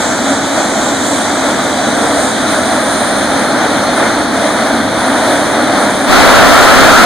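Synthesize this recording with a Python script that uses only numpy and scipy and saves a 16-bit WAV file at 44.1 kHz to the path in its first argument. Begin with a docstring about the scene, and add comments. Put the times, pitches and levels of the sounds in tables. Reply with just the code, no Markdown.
"""Jet dragsters from the grandstand

Two cars spool up on the start line, far below a seat high in the stands: exhaust roar, intake hiss and
the rising whine of both compressors. About six seconds in, the afterburners light and the cars launch.
A small stereo camera widens its two microphones and is driven hard into clipping by the launch."""
import sys
import numpy as np
from scipy import signal
from scipy.fft import rfft, irfft, next_fast_len
from scipy.io import wavfile

SR = 44100
rng = np.random.default_rng(int(sys.argv[2]) if len(sys.argv) > 2 else 0)


def bounce(signal):
    """Save signal as a 16-bit WAV file at the path given by the first command-line argument."""
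    frames = np.transpose(np.atleast_2d(signal))
    limited = np.clip(frames, -1, 1)
    pcm = np.round(limited * 32767).astype(np.int16)
    wavfile.write(sys.argv[1], SR, pcm)


N = 310905
TIME = np.arange(N) / SR
SIZE = next_fast_len(N, real=True)
FREQ = np.maximum(np.arange(SIZE // 2 + 1) * SR / SIZE, 1)
OPPOSITE = np.array([[1], [-1]])  # opposite polarity on the two microphones

# The exhaust from high in the stands. Each row: frequency in Hz, direct and scattered level in relative dB.
EXHAUST_SPECTRUM = [(25.0, -49, -79), (91, -40, -73), (177, -42.5, -66), (212, -35.5, -65.9),
                    (266, -33.5, -63), (320, -37.5, -52), (354, -44.5, -60), (445, -48, -57),
                    (627, -42, -61), (1058, -54, -63.5), (1420, -52, -57.5), (2110, -58, -66),
                    (2700, -63, -71), (6000, -101, -86)]


def exhaust(swell_db, knee_hz=550, rumble_db_per_s=0.28, roar_db_per_s=0.58):
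    """The jets mix with still air: rumble and roar build steadily, and the roar swells and sinks."""
    from_middle_s = TIME - TIME.mean()
    roar_db = swell_db + roar_db_per_s * from_middle_s
    rumble_db = rumble_db_per_s * from_middle_s
    roar = 0
    for hz, band in turbulence(EXHAUST_SPECTRUM, gust_db=0.4, gust_hz=6):
        share = min(hz / knee_hz, 1) ** 2
        roar = roar + band * undb(share * roar_db + (1 - share) * rumble_db)
    return roar


# The launch from the same seat. Each row: frequency in Hz, level alike on both microphones and level in
# opposite polarity on the two, in relative dB.
AFTERBURNER_SPECTRUM = [(25.0, -30, -41), (149, -43.5, -45), (270, -37, -40), (443, -41, -46),
                        (650, -37, -48), (820, -42, -52), (1190, -42, -49), (1310, -39, -38),
                        (2000, -46, -52.5), (3580, -51.5, -58), (5560, -56, -57), (9300, -61, -62.6),
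                        (15100, -71, -67)]


def afterburner(ignition_s=6.055, attack_s=0.077, launch_db=-1.6, approach_db_per_s=1.3, bellow_hz=660):
    """Fuel lights in the jet pipes: a loud roar, a growing blare and a lower bellow as the cars move off."""
    lit_s = np.maximum(TIME - ignition_s, 0)
    flame = np.minimum(lit_s / attack_s, 1)
    bellow_db = 5.5 * bell(TIME, 6.35, 0.42)
    blare = narrow_noise(1380, width_hz=210) * undb(-21 + 4 * lit_s)
    roar = sum(band * undb(bellow_db * bell(np.log2(hz / bellow_hz), 0, 0.65))
               for hz, band in turbulence(AFTERBURNER_SPECTRUM, gust_db=0.5, gust_hz=10))
    return (blare + roar) * flame * undb(launch_db + approach_db_per_s * lit_s)


def compressor_whine(shaft_hz, tone_db, tone_fade_db_per_hz, broad_db, broad_fade_db_per_hz, critical_db,
                     blades=31, critical_hz=290):
    """Blade whine smeared by hot air: the tone fades with speed, a broad band peaks at a critical speed."""
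    gained_hz = shaft_hz - shaft_hz[0]
    resonance_db = critical_db * bell(shaft_hz, critical_hz, 19)
    tone = np.array([narrow_noise(blades * shaft_hz, width_hz=34) for _ in range(2)])
    broad = np.array([narrow_noise(blades * shaft_hz, width_hz=600) for _ in range(2)])
    tone *= undb(tone_db - tone_fade_db_per_hz * gained_hz)
    broad *= undb(broad_db - broad_fade_db_per_hz * gained_hz + resonance_db)
    return (tone + broad) * undb(1.5 * drift(8.1))


# The engines in the near and far lanes. Each row: time in seconds, shaft speed in turns per second.
NEAR_SPOOL_UP = [(0, 273.6), (1, 278.3), (1.7, 280), (2.0, 284), (2.35, 289.5), (3, 299), (3.6, 300.5),
                 (5.2, 299.4), (6, 300.5)]
FAR_SPOOL_UP = [(0, 245.5), (.9, 245.3), (1.5, 256.1), (2.15, 271), (2.95, 292.5), (3.45, 301),
                (4.3, 306.8), (6, 307.5)]


def shaft_rate(spool_up, wander=0.0008):
    """An engine shaft gathers speed, never quite steadily; its rate in Hz."""
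    return np.interp(TIME, *np.transpose(spool_up)) * (1 + wander * drift(7.94))


# The intakes, down on the line. Each row: frequency in Hz, direct and scattered level in relative dB.
INTAKE_SPECTRUM = [(1800, -67.5, -76), (2550, -64.5, -71.5), (3480, -59.5, -76.5), (4080, -62.5, -55),
                   (4540, -67, -73.5), (6360, -65.5, -65.5), (7300, -70, -68.5), (8600, -65, -64),
                   (11220, -75, -76), (12100, -80, -79), (15000.0, -91, -104.3)]


def intake(roar_db, treble_db, split_hz=7000):
    """Air tears into the intakes; the hiss swells partly with the roar, its top with the treble."""
    hiss_db = 0.35 + 0.39 * roar_db + 0.3 * treble_db + 0.01 * (TIME - TIME.mean())
    top_db = treble_db - 1.35
    return sum(band * undb(hiss_db if hz < split_hz else top_db)
               for hz, band in turbulence(INTAKE_SPECTRUM, gust_db=0.85, gust_hz=22.07))


def bleed_valves(shaft_hz, centre_hz=6900, width_hz=1050, open_db=-28, fade_db_per_hz=.16, shut_hz=298):
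    """Open bleed valves add a broad hiss; they narrow as the shaft speeds up and shut near full speed."""
    band = np.exp(-.5 * ((FREQ - centre_hz) / width_hz) ** 2)
    direct, scattered = filtered(rng.standard_normal((2, N)), band)
    hiss = direct + OPPOSITE * scattered
    opening = undb(-fade_db_per_hz * (shaft_hz - shaft_hz[0])) / (1 + np.exp((shaft_hz - shut_hz) / 3))
    return hiss / hiss.std() * opening * undb(open_db + drift(12))


# Tones under the whine, near lane and far. Each row: multiple of the shaft rate, relative level in dB.
NEAR_BLADE_ORDERS = [(12, -3), (14, 0), (17, -3), (21, -2)]
FAR_BLADE_ORDERS = [(14, -2), (17, -12)]


def uneven_blades(shaft_hz, orders, level_db, critical_hz, span_hz, critical_db):
    """Uneven blades sing at lower multiples of the shaft rate, loudest at a critical speed."""
    tones = sum(undb(db) * scattered_tone(k * shaft_hz, width_hz=24, scatter=0.64) for k, db in orders)
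    return tones * undb(level_db + critical_db * bell(shaft_hz, critical_hz, span_hz))


def pipe_hoot(middle_s=2.05, length_s=.4, pitch_hz=466, rise_hz_per_s=130, level_db=-27):
    """Uneven burning sets a jet pipe ringing on a rising note."""
    hz = pitch_hz + rise_hz_per_s * np.clip(TIME - middle_s, -length_s, length_s)
    return undb(level_db) * bell(TIME, middle_s, length_s) * scattered_tone(hz, width_hz=16, scatter=0.58)


# Hum from the near lane. Each row: middle in seconds, length in seconds, level in dB.
HUM_SWELLS = [(.33, 0.12, -10), (1.0, 0.38, -16.5), (2.112, .22, -13)]


def shaft_hum(shaft_hz, steady_db=-36):
    """A clean hum at the shaft rate that wells up now and then."""
    gain = undb(steady_db) + sum(undb(db) * bell(TIME, s, length) for s, length, db in HUM_SWELLS)
    return gain * np.sin(2 * np.pi * np.cumsum(shaft_hz) / SR)


# Swells and lulls of the waiting jets, heard from the stands.
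# Each row: middle in seconds, length in seconds, change of the roar in dB, change of the treble in dB.
JET_SWELLS = [(0.053, 0.074, 1.5, 2.5), (0.285, 0.056, 1.5, 0), (0.417, 0.12, -1, -2), (0.582, .11, 2.5, 2),
              (1.11, 0.15, -1, 3.5), (1.45, .11, 1, .5), (1.78, 0.42, 1, 0.7), (2.198, 0.13, 1, 3),
              (2.29, 0.12, -1.5, 1), (2.525, 0.12, 2.5, 3.5), (2.962, 0.17, 1, 3), (3.63, 0.15, 3.3, 1),
              (4.025, 0.1, 3.5, 1), (4.303, 0.088, -2, -3), (4.884, 0.17, -2, -2), (5.302, 0.31, 1.3, 3),
              (5.81, .14, 1.5, 3), (5.99, 0.15, -2, 1)]


def swells(flutter_hz=9):
    """Roar and treble rise and dip over a constant flutter; both in dB."""
    flutter = drift(flutter_hz)
    roar_db = sum(db * bell(TIME, s, length) for s, length, db, _ in JET_SWELLS)
    treble_db = sum(db * bell(TIME, s, length) for s, length, _, db in JET_SWELLS)
    return roar_db + 0.5 * flutter, treble_db + 0.6 * flutter


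def turbulence(spectrum, gust_db, gust_hz):
    """Bands of noise, one part alike on both microphones and one in opposite polarity; moving air makes each
    swell on its own."""
    hz, direct_db, scattered_db = np.transpose(spectrum)
    direct, scattered = rfft(rng.standard_normal((2, SIZE))) * np.sqrt(SR / 2)
    pair = direct * undb(across(hz, direct_db)) + OPPOSITE * scattered * undb(across(hz, scattered_db))
    return [(centre, irfft(pair * across(hz, band), SIZE)[:, :N] * undb(gust_db * drift(gust_hz)))
            for centre, band in zip(hz, np.eye(len(hz)))]


def scattered_tone(hz, width_hz, scatter):
    """A rough tone, alike on both microphones, plus a scattered share that sets them apart."""
    return narrow_noise(hz, width_hz) + scatter * OPPOSITE * narrow_noise(hz, width_hz)


def narrow_noise(hz, width_hz):
    """Noise of rms 1 in a narrow band around a steady or moving pitch."""
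    phase = 2 * np.pi * np.cumsum(hz * np.ones(N)) / SR
    return drift(width_hz) * np.cos(phase) + drift(width_hz) * np.sin(phase)


def drift(rate):
    """A smooth random curve of spread 1 that changes about rate times a second."""
    hz = FREQ[FREQ < 2 * rate]
    spectrum = rng.standard_normal(len(hz)) + 1j * rng.standard_normal(len(hz))
    curve = irfft(spectrum * np.exp(-2 * (hz / rate) ** 2), SIZE)[:N]
    return curve / curve.std()


def bell(x, centre, width):
    """A smooth hump of height 1 and the given width at half height."""
    return .5 ** ((2 * (x - centre) / width) ** 2)


def across(hz, values):
    """Points joined on a log-frequency axis."""
    return np.interp(np.log(FREQ), np.log(hz), values)


def filtered(x, response):
    """Filter by a frequency response."""
    return irfft(rfft(x, SIZE) * response, SIZE)[..., :N]


def undb(db):
    """Decibels to gain."""
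    return 10 ** (np.asarray(db) / 20)


def scene():
    """Both cars as they reach the two microphones high in the grandstand."""
    roar_db, treble_db = swells()
    near, far = shaft_rate(NEAR_SPOOL_UP), shaft_rate(FAR_SPOOL_UP)
    whines = compressor_whine(near, tone_db=-36.5, tone_fade_db_per_hz=0.4,
                              broad_db=-40.5, broad_fade_db_per_hz=0, critical_db=7.5)
    whines += compressor_whine(far, tone_db=-41, tone_fade_db_per_hz=1.0,
                               broad_db=-32.5, broad_fade_db_per_hz=.1, critical_db=8)
    tones = uneven_blades(near, NEAR_BLADE_ORDERS, -46.5, critical_hz=281.4, span_hz=7, critical_db=5.5)
    tones += uneven_blades(far, FAR_BLADE_ORDERS, -55, critical_hz=288, span_hz=58, critical_db=18.5)
    treble = (whines + bleed_valves(far)) * undb(treble_db)
    jets = exhaust(roar_db) + pipe_hoot() + intake(roar_db, treble_db)
    return jets + treble + tones + shaft_hum(near) + afterburner()


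# What the camera subtracts of the opposite microphone. Each row: frequency in Hz, gain in dB.
WIDENING = [(100, -1), (1350, -.8), (2500, -.3), (2900, -.3), (5400, -4.5), (8000, -9), (14000, -7)]
# The balance of the camera's two channels. Each row: frequency in Hz, left minus right in dB.
BALANCE = [(150, 1), (350, 0), (700, -0.2), (1500, -0.5), (2200, 5), (2700, 4.5), (3000, -3), (4000, 1),
           (6400, 2.5), (8000, -7.5), (9300, -8), (11000, -3), (14000, 1)]


def record(dry, lag_s=.00037, top_hz=15500):
    """Each channel loses a delayed copy of the other, which combs the treble; loud peaks clip flat."""
    crossfeed = undb(across(*np.transpose(WIDENING))) * np.exp(-2j * np.pi * FREQ * lag_s)
    wide = dry - filtered(dry[::-1], crossfeed)
    placed = filtered(wide, undb(OPPOSITE * across(*np.transpose(BALANCE)) / 2))
    lowpass = signal.ellip(8, .1, 60, top_hz, fs=SR, output="sos")
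    return signal.sosfilt(lowpass, np.clip(placed, -1, 1))


dry = scene()
out = record(dry)
bounce(out)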